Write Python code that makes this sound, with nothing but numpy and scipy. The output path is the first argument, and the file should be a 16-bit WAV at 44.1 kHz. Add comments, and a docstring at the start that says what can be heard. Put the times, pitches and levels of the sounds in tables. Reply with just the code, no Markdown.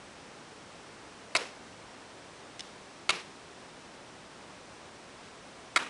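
"""In a garden, a knife chops three times into a green coconut held in one hand; a light double tick falls
between two of the blows, and a shirt brushes softly before the last one.
Each chop is a crack, two close reflections of it and a short tear of fibres; the husk, split and steel ring.
Walls and hedges scatter the blows back as fading noise. Steady hiss and a faint whine lie underneath.
One microphone: both channels are the same."""
import sys
import numpy as np
from scipy import signal
from scipy.fft import rfft, irfft, next_fast_len
from scipy.io import wavfile

SR = 44100
rng = np.random.default_rng(int(sys.argv[2]) if len(sys.argv) > 2 else 0)


def digitize_waveform(pressure):
    """Quantize a signal to 16-bit integers and store it at the path in sys.argv[1].

    Rows of a 2-D input are taken as channels; values are limited to [-1, 1].
    """
    field = np.atleast_2d(pressure).T
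    bounded = np.clip(field, -1, 1)
    quanta = np.round(bounded * 32767).astype(np.int16)
    wavfile.write(sys.argv[1], SR, quanta)


N = 259749   # length of the scene in samples
KNIFE_DB = 8   # added to the levels of all chops and ticks
BLOW_SIZE = 4096   # samples kept for one burst of a chop or one tick


def from_db(db):
    """Turn decibels into a plain gain."""
    return 10 ** (np.asarray(db) / 20)


def unit_energy(x):
    """Scale a sound so that its squared samples add up to 1."""
    return x / np.sqrt(np.sum(x ** 2) + 1e-20)


def at_hz(points, hz):
    """Read a table between its points, along a logarithmic pitch axis."""
    knots, values = np.transpose(points)
    return np.interp(np.log(np.maximum(hz, 1)), np.log(knots), values)


def add(out, start_s, sound):
    """Mix a sound in at a given time."""
    start = round(start_s * SR)
    out[start:start + len(sound)] += sound[:N - start]


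def steady_noise(spectrum):
    """Noise of a given colour, with an rms level of 1."""
    gains = from_db(at_hz(spectrum, np.fft.rfftfreq(N, 1 / SR)))
    white = rfft(rng.standard_normal(N))
    return np.sqrt(N) * unit_energy(irfft(white * gains, N))


def colour(x, spectrum):
    """Filter with a given dB curve that reacts as early as it can (minimum phase)."""
    size = next_fast_len(2 * len(x))
    size += size % 2
    gains = from_db(at_hz(spectrum, np.fft.rfftfreq(size, 1 / SR)))
    # folding the cepstrum forward in time keeps the filter from sounding before its input
    cepstrum = irfft(np.log(gains))
    cepstrum[1:size // 2] *= 2
    cepstrum[size // 2 + 1:] = 0
    response = np.exp(rfft(cepstrum))
    return irfft(rfft(x, size) * response)[:len(x)]


def resonate(x, hz, width_hz):
    """One resonance with gain 1 at its peak; the narrower it is, the longer it rings."""
    r = np.exp(-np.pi * width_hz / SR)
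    feed = np.array([1, 0, -1]) * (1 - r * r) / 2
    feedback = [1, -2 * r * np.cos(2 * np.pi * hz / SR), r * r]
    return signal.lfilter(feed, feedback, x)


def ring(x, modes):
    """Resonances side by side, added with alternating signs."""
    total = 0
    for k, (hz, width_hz, db) in enumerate(modes):
        total = total + (-1) ** k * from_db(db) * resonate(x, hz, width_hz)
    return total


def background(hiss_db=-50, waver_db=0.07):
    """Even hiss of open air and microphone, barely wavering, plus the thin electronic whine of steady tones."""
    # colour of the hiss: pitch_hz [Hz], density_db [dB per Hz]
    hiss_colour = [(20, -21), (45, -10.5), (100, -4.5), (190, -1.5), (400, -1), (1000, -4), (2000, -9),
                   (4600, -15), (5700, -15), (6800, -19), (8200, -20.5), (9700, -23.5), (10400, -29.5),
                   (11000, -35)]
    # faint electronic tones: pitch_hz [Hz], level_db [dB rms]
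    whine_tones = [(8000, -81), (8123, -75.5)]
    t = np.arange(N) / SR
    knots = np.arange(0, 6.2, .15)   # a new random level every 0.15 s
    waver = np.interp(t, knots, rng.standard_normal(len(knots)))
    hiss = from_db(hiss_db + waver_db * waver) * steady_noise(hiss_colour)
    whine = sum(np.sqrt(2) * from_db(db) * np.sin(2 * np.pi * hz * t) for hz, db in whine_tones)
    return hiss + whine


def crunch(length_s, per_s, spread_db, fade_s):
    """Random snaps of uneven strength, steady for a given length and then dying away."""
    t = np.arange(BLOW_SIZE) / SR
    snaps = (rng.random(BLOW_SIZE) < per_s / SR) * rng.choice([-1, 1], BLOW_SIZE)
    sizes = from_db(spread_db * rng.standard_normal(BLOW_SIZE))
    fade = np.exp(-np.maximum(t - length_s, 0) / fade_s)
    return unit_energy(snaps * sizes * fade)


def burst(modes, length_s, split_hz, split_db, knock_db, treble_db):
    """One burst of a chop: a click rings the whole nut, a crunch stirs mainly its upper modes and the split."""
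    # colour of the snapping fibres: pitch_hz [Hz], density_db [dB per Hz]
    fibre_colour = [(60, -21), (200, -9), (500, -16.5), (1500, -4), (3000, -7), (5000, -8.5), (6200, -15.5),
                    (7500, -12.5), (9700, -17.5), (11500, -31.5)]
    click_db, crunch_db = -1, -3
    fibre_low_hz = 1000   # below this the crunch moves the nut less and less
    split_width = 0.25   # width of the split's resonance as a share of its pitch

    click = signal.unit_impulse(BLOW_SIZE)
    fibres = crunch(length_s, per_s=8000, spread_db=2.5, fade_s=0.0021)
    high_pass = signal.butter(1, fibre_low_hz, "high", fs=SR, output="sos")
    fine = signal.sosfilt(high_pass, fibres)
    drive = from_db(click_db) * click + from_db(crunch_db) * fine
    knock = from_db(knock_db) * ring(drive, modes)
    split = from_db(split_db) * resonate(drive, split_hz, split_width * split_hz)
    snap = from_db(treble_db) * colour(0.16 * click + fibres, fibre_colour)
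    return knock + split + snap


def chops():
    """Each chop is a crack of the rind, two close reflections of it, then a short tear of fibres."""
    # nut and blade ringing together; where the blade lands sets each mode's strength. The last two rows are
    # the steel, which sings on: pitch_hz [Hz], width_hz [Hz], first_db, second_db, third_db [dB in each chop]
    husk_modes = [(384, 110, -2, 1.5, -1.5), (612, 52, 10, 2.5, 2), (736, 100, 2.5, 1, 1.5),
                  (982, 51, 7.5, -2, 4.5), (1210, 147, 3, 3.5, 4.5), (1375, 97, 3, -4, 13),
                  (1670, 28, -22, -6, 3), (1937, 44, 6, 4.5, 13.5), (2166, 110, 2.5, 6, 7.5),
                  (2660, 120, 4.5, 10, -5), (2900, 95, -30, -12, -11.5), (3530, 55, -13, -11, -12),
                  (3800, 95, -3, -3, 2), (4730, 140, -4.5, 1.5, -7), (1166, 10, -6, 10, 10),
                  (2400, 7.3, -1, 14, -8)]
    # one row a chop: start_s [s], level_db [dB before KNIFE_DB], split_hz [Hz], knock_db [dB], treble_db [dB],
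    # echo_delay_s [s], echo_db [dB], tear_db [dB], tear_hz [Hz, pitch of the tear]
    chop_table = [(1.3510, -1, 2250, 1, 2.5, 0.0088, -3.5, -4.5, 4450),
                  (3.0924, 1.5, 2710, -2.5, 1, 0.011, -3, -17, 3400),
                  (5.7608, 1.5, 1830, -1.5, 1.5, 0.0092, -3.5, -17, 1900)]
    # how long each crunch lasts, in seconds, before it fades
    crack_s, near_s, echo_s, tear_s = 0.0032, 0.0029, 0.005, 0.006
    # how strongly the split rings in each burst, in dB
    crack_split_db, near_split_db, echo_split_db, tear_split_db = 3.5, 2.5, 2.5, 6.5
    # first near reflection of the crack: about 3 ms later and duller
    near_delay_s, near_db, near_hz, near_treble_db = 0.003, -2, 1250, -4
    # second reflection, from wall or ground: about 10 ms after the crack and slightly higher
    echo_pitch_ratio = 1.06
    tear_delay_s, tear_knock_db, tear_treble_db = 0.0152, -2, -6   # tearing knocks the nut less

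    out = np.zeros(N)
    for k, row in enumerate(chop_table):
        start_s, level_db, split_hz, knock_db, treble_db, echo_delay_s, echo_db, tear_db, tear_hz = row
        modes = [(hz, width_hz, strengths[k]) for hz, width_hz, *strengths in husk_modes]
        # each reflection is a new burst with its own random crunch
        crack = burst(modes, crack_s, split_hz, crack_split_db, knock_db, treble_db)
        near = burst(modes, near_s, near_hz, near_split_db, knock_db, treble_db + near_treble_db)
        echo = burst(modes, echo_s, split_hz * echo_pitch_ratio, echo_split_db, knock_db, treble_db)
        tear = burst(modes, tear_s, tear_hz, tear_split_db, knock_db + tear_knock_db,
                     treble_db + tear_treble_db)
        bursts = [(0, 0, crack),
                  (near_delay_s, near_db, near),
                  (echo_delay_s, echo_db, echo),
                  (tear_delay_s, tear_db, tear)]
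        for delay_s, burst_db, sound in bursts:
            add(out, start_s + delay_s, from_db(KNIFE_DB + level_db + burst_db) * sound)
    return out


def garden(x, wet_db=-5, first_s=0.011, hold_s=0.043, lumps_db=2.5):
    """Walls and hedges return each band's energy as a diffuse wash: fairly even at first, then dying away."""
    # strength of the scatter: pitch_hz [Hz], level_db [dB before wet_db]
    scatter = [(100, -2), (330, 5), (600, -2), (1100, -5), (2400, -6.5), (4000, -7), (7000, -8),
               (11000, -6.5)]
    # time the scatter takes to fall by 60 dB: pitch_hz [Hz], t60_s [s]
    scatter_t60 = [(200, 0.32), (1200, 0.29), (2500, 0.36), (5000, 0.38), (10000, 0.33)]
    t = np.arange(SR * 6 // 10) / SR
    edges = np.geomspace(80, 12000, 15)   # band limits in Hz
    white = rng.standard_normal((2, N))   # neighbouring bands get unrelated noise
    knots = np.linspace(0, t[-1], 120)
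    lumps = from_db(lumps_db * np.interp(t, knots, rng.standard_normal(len(knots))))   # uneven reflections
    arrivals = np.clip((t - first_s) / 0.014, 0, 1) * lumps   # swells in over 14 ms

    out = np.zeros(N)
    for k, (low, high) in enumerate(zip(edges, edges[1:])):
        hz = np.sqrt(low * high)
        band = signal.butter(2, [low, high], "band", fs=SR, output="sos")
        fade = np.exp(-np.log(1000) * np.maximum(t - hold_s, 0) / at_hz(scatter_t60, hz))
        # the trace of noise keeps the filter from working on pure silence
        sent = signal.sosfilt(band, x + 1e-18 * white[0]) ** 2
        spread = unit_energy(arrivals * fade) ** 2
        returned = np.maximum(signal.oaconvolve(sent, spread)[:N], 0)
        wash = np.sqrt(N) * unit_energy(signal.sosfilt(band, white[k % 2]))
        out += from_db(wet_db + at_hz(scatter, hz)) * np.sqrt(returned) * wash
    return out


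def ticks():
    """The edge grazes the hard rind: a tiny bright scrape that rings the rind but not the whole nut."""
    # light grazes: start_s [s], level_db [dB before KNIFE_DB], length_s [s]
    grazes = [(2.5927, -12, 0.0062), (2.6047, -12.5, 0.0045)]
    # resonances of the grazed rind: pitch_hz [Hz], width_hz [Hz], level_db [dB]
    rind_modes = [(1960, 450, -5.5), (2940, 220, 4), (3530, 220, 6.5), (4520, 400, -4), (5230, 310, 2),
                  (6530, 920, -5.5), (8700, 1100, -11)]
    out = np.zeros(N)
    for start_s, level_db, length_s in grazes:
        scrape = crunch(length_s, per_s=6600, spread_db=5, fade_s=0.0011)
        add(out, start_s, from_db(level_db + KNIFE_DB) * ring(scrape, rind_modes))
    return out


def sleeve():
    """The shirt brushes as the arm rises: cloth noise in a soft bell-shaped swell."""
    # brushes: peak_s [s], level_db [dB rms at the peak], length_s [s, from the peak down to 37 percent]
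    brushes = [(5.264, -56.5, 0.042)]
    # colour of the cloth: pitch_hz [Hz], density_db [dB per Hz]
    cloth_colour = [(300, -20), (1500, 5), (4000, 4), (9000, -12), (12000, -26)]
    t = np.arange(N) / SR
    swell = sum(from_db(db) * np.exp(-((t - peak_s) / length_s) ** 2) for peak_s, db, length_s in brushes)
    return steady_noise(cloth_colour) * swell


def scene():
    """Knife, garden, shirt and background, the same in both channels."""
    knife = chops() + ticks()
    mono = knife + garden(knife) + sleeve() + background()
    return np.tile(mono, (2, 1))


def record(dry, cutoff_hz=11050):
    """A steep low-pass filter removes the top of the treble."""
    low_pass = signal.ellip(10, .2, 70, cutoff_hz, fs=SR, output="sos")   # 0.2 dB ripple, 70 dB cut
    return signal.sosfilt(low_pass, dry)


dry = scene()
out = record(dry)
digitize_waveform(out)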